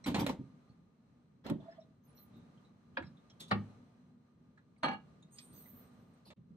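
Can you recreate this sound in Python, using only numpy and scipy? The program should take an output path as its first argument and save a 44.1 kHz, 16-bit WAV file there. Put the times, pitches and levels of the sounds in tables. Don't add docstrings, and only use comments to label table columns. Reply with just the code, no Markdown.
import sys
import numpy as np
from scipy import signal
from scipy.fft import rfft, irfft, next_fast_len
from scipy.io import wavfile
from scipy.ndimage import uniform_filter1d, map_coordinates

SR = 44100
rng = np.random.default_rng(int(sys.argv[2]) if len(sys.argv) > 2 else 0)


def unload_audio(sound):
    columns = np.transpose(np.atleast_2d(sound))
    steps = np.round(np.clip(columns, -1, 1) * 32767)
    wavfile.write(sys.argv[1], SR, steps.astype(np.int16))


def voltage_ratio(level):
    return 10 ** (np.asarray(level, float) / 20)


N = 289296


def unit(x):
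    return x / np.sqrt(np.mean(x ** 2) + 1e-20)


def along(points, hz):
    f, v = np.transpose(points)
    return np.interp(np.log(hz + 1), np.log(f + 1), v)


def coloured(x, points):
    m = next_fast_len(x.shape[-1] + 4096)
    gain = voltage_ratio(along(points, np.fft.rfftfreq(m, 1 / SR)))
    return irfft(rfft(x, m) * gain, m)[..., :x.shape[-1]]


def wobble(rate):
    knots = rng.standard_normal(int(N * rate / SR) + 4)
    return map_coordinates(knots, [np.arange(N) * rate / SR], order=1)


def patchy(depth_db):
    z = signal.stft(rng.standard_normal(N), nperseg=256)[2]
    field = uniform_filter1d(rng.standard_normal(z.shape), size=2, axis=0)
    field = uniform_filter1d(field, size=16, axis=1)
    return signal.istft(z * voltage_ratio(depth_db * unit(field)), nperseg=256)[1][:N]


def grains(spiky_db):
    return patchy(depth_db=3.5) * voltage_ratio(spiky_db * wobble(700) + .6 * spiky_db * wobble(60))


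def narrow(length, width_hz):
    size = max(int(SR / width_hz), 2)
    z = rng.standard_normal((2, length))
    z = uniform_filter1d(uniform_filter1d(z, size, axis=1), size, axis=1)
    return (z[0] + 1j * z[1]) * np.sqrt(1.2 * size)


def smeared_tone(t, hz, steady, smear, width_hz):
    return np.imag((steady + smear * narrow(len(t), width_hz)) * np.exp(2j * np.pi * hz * t))


def stroke(start_s, length_s, rise_s, fade_s, sag_db=0):
    t = np.maximum(np.arange(N) / SR - start_s, 0)
    rise = np.minimum(t / rise_s, 1) ** 2
    fade = np.minimum(np.maximum(t - length_s, 0) / fade_s, 3)
    return rise * voltage_ratio(-sag_db * np.minimum(t, length_s) - 60 * fade)


def add(track, s, sound):
    part = track[round(s * SR):][:len(sound)]
    part += sound[:len(part)]


# pitch_hz, side_minus_mid_db
SIDE_WIDTH = [(60, -21.5), (180, -12), (550, -4), (1650, -0.5), (4970, 0.5), (15000, -2)]


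def spread(x, pan_db, wide_db):
    m = next_fast_len(N + 8192)
    echoes = rng.standard_normal(256) * voltage_ratio(-60 * np.arange(256) / SR / .008)
    tail = rng.standard_normal(4096) * voltage_ratio(-60 * np.arange(4096) / SR / .1)
    walls = rfft(echoes / np.linalg.norm(echoes), m)
    diffuse = rfft(tail / np.linalg.norm(tail), m)
    width = voltage_ratio(along(SIDE_WIDTH, np.fft.rfftfreq(m, 1 / SR)) + wide_db)
    side = irfft(rfft(x, m) * (1.2j * walls.imag + 0.61 * diffuse) * width, m)[:N]
    kitchen = coloured(rng.standard_normal(8192), [(3000, -0.5), (9000, -10.0)])
    kitchen *= voltage_ratio(-60 * np.arange(8192) / SR / 0.24)
    mid = x + voltage_ratio(-14) * signal.fftconvolve(x, kitchen / np.linalg.norm(kitchen))[:N]
    return np.array([mid + side, mid - side]) * voltage_ratio([[pan_db / 2], [-pan_db / 2]])


# start_s, length_s, pressure_db, weight_on_shelf_db, grit_db
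PUSHES = [
    [(.056, 0.022, -39, 7, -8.5), (.142, 0.051, -41, 3.5, -14), (.185, 0.023, -44, 8, -3),
     (.262, 0.041, -44, 7.5, -10)],
    [(1.436, 0.063, -48, -6, -14.5), (1.49, 0.018, -49, 9.5, -34), (1.6, 0.17, -67.5, -9, -13)],
    [(3.394, 0.012, -76.5, 16, 23.5), (3.472, 0.02, -77, 18, 11)],
    [(6.246, 0.04, -68.5, 6.5, 0), (6.3, 0.031, -68, -5, -19)],
]
# pitch_hz, level_db
GRIT_TONES = [
    [(940, -15.5), (1600, -3.5), (3770, -6), (4920, -11.5), (8300, -18.5), (11900, -17), (13700, -16),
     (15600, -51.5)],
    [(940, -34), (1800, 2.5), (2360, -12.5), (3300, -0.5), (5260, -17.5), (11600, -37), (13100, -29),
     (15600, -25)],
    [(940, -27), (3300, -12.5), (3990, -3.5), (5160, -18), (10100, -17), (11500, -33), (13100, -14.5),
     (15600, -58)],
    [(940, -37.5), (1600, -17), (4690, 3), (6120, -21), (11400, -13), (12100, -21), (13400, -16),
     (15600, -64)],
]
# pitch_hz, level_db
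SHELF_BOOM = [(18, -63.5), (33, -28), (75, -7), (275, -1), (479, -19), (600, -18), (780, -47), (1320, -120)]
# pitch_hz, level_db
DISH_BODY = [(180, -9), (300, -2), (480, -9.5), (544, -2.5), (605, -11.5), (893, -3.5), (2500, -42.5),
             (5500, -120)]
# shelf_s, dish_s, grit_s
PUSH_RISE = (0.019, 0.018, 0.012)
# shelf_s, dish_s, grit_s
PUSH_FADE = (0.35, .14, .15)


def drags():
    out = np.zeros((2, N))
    for pushes, grit_tone, pan_db in zip(PUSHES, GRIT_TONES, (-0.89, -0.89, .9, -0.64)):
        layers = np.zeros((3, N))
        for start_s, length_s, db, weight_db, grit_db in pushes:
            levels = (db + weight_db, db, db + grit_db)
            for layer, level_db, rise_s, fade_s in zip(layers, levels, PUSH_RISE, PUSH_FADE):
                layer += voltage_ratio(level_db) * stroke(start_s, length_s, rise_s, fade_s)
        boom, body, hiss = layers
        shelf = boom * unit(coloured(rng.standard_normal(N) * voltage_ratio(5.9 * wobble(90)), SHELF_BOOM))
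        dish = body * unit(coloured(grains(spiky_db=4.0), DISH_BODY))
        sand = unit(coloured(grains(spiky_db=-0.5), grit_tone))
        top = coloured(sand, [(8500, -80), (9300, 0)])
        pressure = (hiss / hiss.max()) ** 0.57
        grit = hiss * (sand - top + 1.4 * pressure * top)
        out += spread(shelf + dish + grit, pan_db, wide_db=0.5)
    return out


def short_time():
    return np.arange(SR // 5) / SR


def burst(spectrum):
    return unit(coloured(rng.standard_normal(SR // 5), spectrum))


# start_s, peak_db, thud_db, sizzle_db, fade_s
CATCHES = [
    (0.0599, -36, 4, -19.5, 0.22),
    (0.081, -42, 18.5, -15, 0.034),
    (0.1434, -28, 7, -48, 0.13),
    (0.264, -25.5, -8, -16.5, 0.043),
    (0.293, -31.5, -6, -22.5, 0.049),
    (1.4633, -40.5, -4, -19, 0.049),
    (1.4974, -36, 11, -15.5, 0.039),
    (6.3026, -50, -4.5, -37, 0.1),
]
# pitch_hz, level_db
CRACK_TONE = [(290, -32), (500, 1), (1640, -13.5), (4100, -11), (4980, -27), (8170, -25), (11700, -57),
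              (19800, -120)]
# pitch_hz, level_db
CRACK_SIZZLE = [(5290, -21), (9000, -5.5), (11900, -7), (13400, -3), (15600, -23.5)]


def catches():
    out, t = np.zeros(N), short_time()
    for start_s, db, thud_db, sizzle_db, fade_s in CATCHES:
        crack = burst(CRACK_TONE) + voltage_ratio(sizzle_db) * burst(CRACK_SIZZLE)
        crack = crack * voltage_ratio(-60 * t / fade_s)
        thud = np.sin(2 * np.pi * rng.uniform(186, 269) * t) * voltage_ratio(thud_db - 60 * t / 0.11)
        add(out, start_s, voltage_ratio(db - 5.0) * (crack + thud) * (1 - np.exp(-t / 0.0012)))
    return out


# start_s, peak_db, pitch_hz, length_s
CREAKS = [
    (1.596, -53.5, 654, 0.036),
    (1.652, -51.5, 661, 0.055),
    (1.679, -44.5, 660, 0.036),
    (1.778, -47, 649, 0.045),
]


def creaks():
    out, t = np.zeros(N), short_time()
    for start_s, db, hz, length_s in CREAKS:
        swell = (t / length_s * 3) ** 2 * np.exp(2 - t / length_s * 6)
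        tone = smeared_tone(t, hz, steady=1, smear=0.2, width_hz=190)
        add(out, start_s, voltage_ratio(db - 1.5) * swell * tone)
    return out


# start_s, peak_db, pitch_hz, fade_s
TICKS = [(.04, -46, 5830, 0.039), (.04, -50, 7970, .035), (0.041, -45, 4100, 0.045),
         (.042, -43.5, 2160, 0.037), (.69, -71.5, 4330, 0.094), (1.474, -52, 2800, 0.067),
         (1.601, -62.5, 3530, 0.044), (1.8, -74, 5500, 0.088), (1.645, -71, 3500, 0.043),
         (1.69, -69, 1710, 0.18), (1.71, -69, 5250, .08), (1.72, -65, 1755, .1), (1.812, -68, 3830, 0.092),
         (2.173, -63.5, 4140, 0.13), (2.33, -76.5, 3760, 0.53), (2.573, -64.5, 3130, 0.054),
         (2.646, -69, 3920, 0.13), (2.95, -69, 3180, 0.1), (3.02, -57, 2100, 0.085),
         (3.021, -48, 1660, .06), (3.028, -64.5, 3950, 0.1), (3.046, -70, 5100, .1), (3.06, -67, 4000, .1),
         (3.064, -64, 5130, .06), (3.17, -64.5, 3680, 0.075), (3.298, -60, 5520, .045),
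         (3.298, -58, 4050, .04), (3.299, -56.5, 3270, 0.052), (3.299, -63, 6500, 0.034),
         (3.4, -62, 3000, 0.087), (3.401, -55, 3500, .25), (3.402, -66, 5490, .2), (3.402, -63.5, 6520, .2),
         (3.403, -66, 8100, .15), (3.403, -66, 9850, .15), (3.481, -68.5, 3960, .075),
         (3.7, -63.5, 880, 0.086), (4.573, -61, 1700, 0.09), (4.573, -68, 1400, 0.075),
         (4.762, -70, 2200, 0.042), (4.777, -75, 4500, 0.051), (4.779, -75.5, 8500, .05),
         (5.223, -69, 8800, .04), (5.224, -63, 6800, 0.041), (5.224, -59.5, 3720, 0.05),
         (5.656, -59, 2020, 0.054), (6.135, -67, 8560, 0.037)]


def ticks():
    out, t = np.zeros(N), short_time()
    for start_s, db, hz, fade_s in TICKS:
        ring = smeared_tone(t, hz, steady=1.0, smear=0.74, width_hz=700)
        envelope = voltage_ratio(db - 60 * t / fade_s) * (1 - np.exp(-t / 0.0062))
        add(out, start_s, envelope * (ring + voltage_ratio(-8) * burst(CRACK_TONE)))
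    return out


# start_s, peak_db, pitch_hz
CABINET_BUMPS = [(0.105, -38, 242), (0.152, -27, 270), (0.31, -33, 232), (0.389, -35, 127),
                 (0.437, -40, 141), (0.699, -44, 153), (1.502, -33, 327), (1.521, -25.5, 162.5),
                 (1.549, -31, 199), (2.985, -35.5, 267.6), (3.009, -38.5, 328), (3.041, -37.5, 154),
                 (3.062, -42, 169.8), (3.108, -48, 200), (3.535, -40, 259.6), (3.563, -36.5, 210),
                 (3.585, -40, 239.8), (6.391, -46, 153), (6.506, -42.5, 178)]
# start_s, peak_db, pitch_hz
SHELF_RINGS = [
    (3.0, -50, 89),
    (3.525, -34, 157.7),
]


def bumps():
    out, t = np.zeros(N), short_time()
    for events, fade_s in ((CABINET_BUMPS, 0.06), (SHELF_RINGS, 0.28)):
        for start_s, db, hz in events:
            envelope = voltage_ratio(db + 2.5 - 60 * t / fade_s) * (1 - np.exp(-t / 0.0037))
            add(out, start_s, envelope * np.sin(2 * np.pi * hz * t))
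    return out


def contacts():
    return spread(catches() + creaks() + ticks() + bumps(), pan_db=-2.3, wide_db=1.0)


# pitch_hz, fade_s
CLATTER_FADE = [(100, 0.49), (500, 0.13), (2000, 0.11), (6000, 0.054), (14000, 0.056)]


def knock(blows, modes, spectrum, ring_db, crack_db, noise_db, damping, smear, loss, build, held=9):
    out, t = np.zeros(N), np.arange(SR // 3) / SR
    for start_s, db in blows:
        ring = np.zeros(len(t))
        for hz, level_db, fade_s in modes:
            strength_db = level_db + rng.normal(0, 2.1)
            hands_db = 420 * np.maximum(t + start_s - held, 0) / (1 + (hz / 2200) ** 2)
            decay_db = 60 * t * (damping / min(fade_s, .45) + loss * hz / 1000)
            rise = (1 - np.exp(-t * hz / build)) ** 2
            tone = smeared_tone(t, hz, steady=1, smear=smear, width_hz=120)
            ring += voltage_ratio(strength_db - hands_db - decay_db) * rise * tone
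        crack = unit(coloured(rng.standard_normal(len(t)), spectrum))
        crack = coloured(crack, [(250, -18), (600, 0)]) * voltage_ratio(-60 * t / 0.038)
        hz, frames, z = signal.stft(rng.standard_normal(len(t)), SR, nperseg=256)
        dying = voltage_ratio(-60 * frames / along(CLATTER_FADE, hz)[:, None])
        building = 1 - np.exp(-frames * (hz[:, None] + 60) / (2.7 * build))
        clatter = signal.istft(z * dying * building, SR, nperseg=256)[1][:len(t)]
        clatter = coloured(clatter, spectrum)
        clatter /= np.std(clatter[200:800])
        mix = voltage_ratio(ring_db) * ring + voltage_ratio(crack_db) * crack + voltage_ratio(noise_db) * clatter
        add(out, start_s, voltage_ratio(db) * mix * (1 - np.exp(-t / 0.0017)))
    return out


# start_s, peak_db
FIRST_BLOWS = [
    (2.97, -27.5),
]
# pitch_hz, level_db, fade_s
FIRST_RINGING = [(275, -33, 0.22), (534, -7.5, 0.14), (989, 4.5, 0.075), (1660, 2.5, 0.06),
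                 (1833, -28, 0.22), (2470, -6.5, 0.11), (3290, -9, 0.1), (3890, -18, 0.14),
                 (4048, -28, 0.22), (4160, -42.5, 0.1)]
# pitch_hz, level_db
FIRST_CLATTER = [(180, -40), (300, -8), (977, -4), (1680, -13), (2470, -13.5), (5000, -25), (5600, -44),
                 (19800, -120)]


def first_knock():
    sound = knock(FIRST_BLOWS, FIRST_RINGING, FIRST_CLATTER, ring_db=-6.0, crack_db=-5.5, noise_db=-16.5,
                  damping=1.33, smear=0.34, loss=2.7, build=1.2)
    return spread(sound, pan_db=-0.5, wide_db=1.0)


# start_s, peak_db
SECOND_BLOWS = [
    (3.505, -45.5),
    (3.511, -21),
    (3.521, -38.5),
]
# pitch_hz, level_db, fade_s
SECOND_RINGING = [(105.8, -1, 0.45), (199, -2.5, 0.31), (393, -9.5, 0.26), (632, -5.5, 0.089),
                  (780, 5, 0.075), (878, -6, 0.2), (1130, -6.5, 0.08), (1233, 0.5, 0.09), (1405, -1, 0.055),
                  (1577, -20.5, 0.33), (1860, -1, 0.07), (2270, -10, 0.12), (2770, -14, .1),
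                  (4000, -18, .08)]
# pitch_hz, level_db
SECOND_CLATTER = [(110, -34), (220, -5.5), (600, -14), (2540, -20), (4490, -26.5), (5860, -44),
                  (13200, -56), (14200, -79.5)]


def second_knock():
    sound = knock(SECOND_BLOWS, SECOND_RINGING, SECOND_CLATTER, ring_db=-11.5, crack_db=-5, noise_db=-15,
                  damping=0.9, smear=.3, loss=1.5, build=1.1)
    return spread(sound, pan_db=0.1, wide_db=1.5)


# start_s, peak_db
LID_BLOWS = [
    (4.827, -49.5),
    (4.8315, -24.5),
    (4.842, -29.5),
    (4.858, -34.5),
    (4.882, -33.5),
    (4.912, -39.5),
    (4.93, -43),
]
# pitch_hz, level_db, fade_s
LID_RINGING = [(256, -1.5, 0.14), (794.6, -2, 0.36), (870, 0, 0.27), (1224, -0.5, 0.23), (1273, -11, 0.62),
               (1675, -1.5, 0.45), (2300, -14, 0.45), (2850, -7.5, 0.55), (3230, -15, 0.22),
               (3910, -18, 0.36), (4284, -7, 0.24), (6040, -24, 0.12), (6520, -20, 0.06), (8210, -21, 0.05)]
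# pitch_hz, level_db
LID_CLATTER = [(90, -23), (200, 0), (390, -10.5), (819, -2), (1700, -10), (4750, -22.5), (5400, -44.5),
               (9200, -52), (9800, -88.5)]
# start_s, peak_db
RIM_BLOWS = [
    (4.832, -78.5),
    (4.843, -68),
]
# pitch_hz, level_db, fade_s
RIM_RINGING = [(7704, 4.5, 0.094), (8802, 1, .08), (9190, -3, 0.091), (9870, -16, .06), (10800, -6, .07),
               (12350, -8, .025), (13200, -11, .025), (13610, -5.5, .08)]


def lid_rattle():
    lid = knock(LID_BLOWS, LID_RINGING, LID_CLATTER, ring_db=-13, crack_db=-8.5, noise_db=-10.5,
                damping=1.21, smear=0.48, loss=0.15, build=0.32, held=4.945)
    rim = knock(RIM_BLOWS, RIM_RINGING, LID_CLATTER, ring_db=-0.5, crack_db=-39, noise_db=-39.5,
                damping=1, smear=.2, loss=0, build=3)
    return spread(lid + rim, pan_db=-1.0, wide_db=1.0)


# start_s, peak_db
TAP_BLOWS = [
    (5.375, -69),
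    (5.385, -45.5),
]
# pitch_hz, level_db
TAP_TONE = [(880, -53), (1500, -16), (2510, -1.5), (2980, -14), (3340, -2), (4450, 3), (7600, -10),
            (16700, -120)]


def ring_tap():
    sound = knock(TAP_BLOWS, [], TAP_TONE, ring_db=0, crack_db=-2.0, noise_db=-18.0,
                  damping=1, smear=0, loss=0, build=.3)
    return spread(sound, pan_db=-3.5, wide_db=2.5)


# start_s, length_s, pitch_hz, level_db
SQUEAKS = [
    (2.035, 0.05, 13200, -85.5),
    (2.026, 0.042, 6330, -97),
    (2.071, 0.07, 9850, -89.5),
    (2.146, 0.12, 13900, -79),
    (2.147, 0.11, 12240, -77),
    (2.156, 0.16, 10840, -94),
    (2.163, 0.037, 5720, -84),
    (2.36, 0.031, 13800, -93),
    (5.318, 0.056, 6530, -80),
]


def squeaks():
    out = np.zeros(N)
    for start_s, length_s, hz, db in SQUEAKS:
        u = np.linspace(0, 1, round(length_s * SR))
        phase = 2 * np.pi * np.cumsum(hz * (1 - 0.062 * (u - .45) ** 2)) / SR
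        rough = 0.94 + 1.0 * narrow(len(u), width_hz=370)
        add(out, start_s, voltage_ratio(db + 7.0) * np.sin(np.pi * u) ** 0.75 * np.imag(rough * np.exp(1j * phase)))
    return out


# start_s, length_s, level_db, fade_s
BRUSHES = [
    [(5.3, 0.16, -63.5, 0.25), (5.5, 0.11, -73.5, 1.3)],
    [(5.515, 0.3, -61.5, 0.2), (5.9, 0.25, -94, 0.37)],
    [(5.33, 0.098, -74, 0.38), (5.51, 0.13, -76, 0.64)],
]
# pitch_hz, level_db
FINGERTIP_HISS = [(4120, -47), (7480, -14), (8670, 9), (9300, -5), (9940, -39), (12300, -6), (13500, -13),
                  (15000, -71)]
# pitch_hz, level_db
SKIN_HISS = [(6760, -59), (11500, -19), (11800, -30.5), (12600, 6), (14500, 5), (14900, -16), (15500, -8)]
# pitch_hz, level_db
SLEEVE_RUSTLE = [(880, -27), (1500, -24), (3930, 4), (5500, -16), (6130, 2.5), (7500, -32), (9750, -49),
                 (16500, -120)]


def brushes():
    out = np.zeros(N)
    for moves, spectrum in zip(BRUSHES, (FINGERTIP_HISS, SKIN_HISS, SLEEVE_RUSTLE)):
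        strength = np.zeros(N)
        for start_s, length_s, db, fade_s in moves:
            strength += voltage_ratio(db) * stroke(start_s, length_s, rise_s=0.034, fade_s=fade_s, sag_db=18)
        out += strength * unit(coloured(patchy(depth_db=5.0), spectrum))
    return out


def fingers():
    return spread(squeaks() + brushes(), pan_db=-4.0, wide_db=0.5)


# time_s, level_db
FAN_LEVEL = [(0, -70.5), (.47, -71), (.93, -79), (1.48, -79), (1.64, -70.5), (2.02, -79), (2.1, -72.5),
             (2.34, -69.5), (2.79, -74), (3.44, -71), (3.6, -67), (4.1, -76.5), (4.75, -79), (4.97, -73.5),
             (5.3, -74.5), (5.59, -68), (6.16, -71.5), (6.33, -77.5)]
# pitch_hz, level_db
HUM_TONE = [(15, -59.5), (30, -32), (46, -16.5), (70, -17), (155, -6.5), (243, -9.5), (316, -19),
            (600, -30), (1540, -120)]
# pitch_hz, level_db
AIR_TONE = [(240, -30.5), (400, -3.5), (1170, -9.5), (1790, -15.5), (4170, -24.5), (8300, -33.5),
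            (13600, -41.5), (15600, -49.5)]
# pitch_hz, width_hz, level_db
DUCT_WHINE = [(243, 8, 3), (1212, 25, 8), (4100, 150, 5), (6100, 250, 3), (8100, 200, 5)]
# pitch_hz, likeness (1 = same)
LIKENESS = [(60, 0.98), (240, 0.91), (950, 0.13), (3770, -0.0027), (15000, 0.05)]
# hum_db, air_db
OUTSIDE_LEVELS = (-61.5, -82.5)


def drone():
    hz, t = np.fft.rfftfreq(N, 1 / SR), np.arange(N) / SR
    turn = np.arccos(np.clip(along(LIKENESS, hz), -1, 1)) / 2
    mid_side = np.array([np.cos(turn), np.sin(turn)])
    lift = 1 + sum(voltage_ratio(db) / (1 + (2 * (hz - centre) / width) ** 2) for centre, width, db in DUCT_WHINE)
    air_db = np.interp(t, *np.transpose(FAN_LEVEL))
    hum_db = air_db.mean() + 10.5 + 0.67 * (air_db - air_db.mean())
    out = np.zeros((2, N))
    parts = zip((hum_db, air_db), OUTSIDE_LEVELS, (HUM_TONE, AIR_TONE), (2.2, 1.2))
    for inside_db, outside_db, spectrum, flutter_db in parts:
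        noise = rfft(rng.standard_normal((2, N)))
        mid, side = irfft(noise * voltage_ratio(along(spectrum, hz)) * lift * mid_side, N)
        level_db = np.where(t < SCENE_GAP[1] - .015, inside_db, outside_db) + flutter_db * wobble(11)
        out += voltage_ratio(level_db) * unit(np.array([mid + side, mid - side]))
    return out


# start_s, end_s
SCENE_GAP = (6.338, 6.368)


def scene():
    t = np.arange(N) / SR
    start_s, end_s = SCENE_GAP
    gate = np.clip(np.maximum((start_s - t) / 0.0044, (t - end_s + 0.0078) / 0.013), .02, 1)
    knocks = first_knock() + second_knock() + lid_rattle() + ring_tap()
    return gate * (drags() * (t < end_s) + contacts() + knocks + fingers() + drone())


def top_cut(x):
    return signal.sosfilt(signal.butter(12, 15710, fs=SR, output="sos"), x)


# pitch_hz, level_db
PHONE_BAND = [(20, -16), (45, -6), (80, 0), (11000, 0), (11750, -9), (12300, 0), (15700, 0), (15760, -70)]


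def record(dry):
    finished = coloured(dry, PHONE_BAND)
    return top_cut(finished)


dry = scene()
out = record(dry)
unload_audio(out)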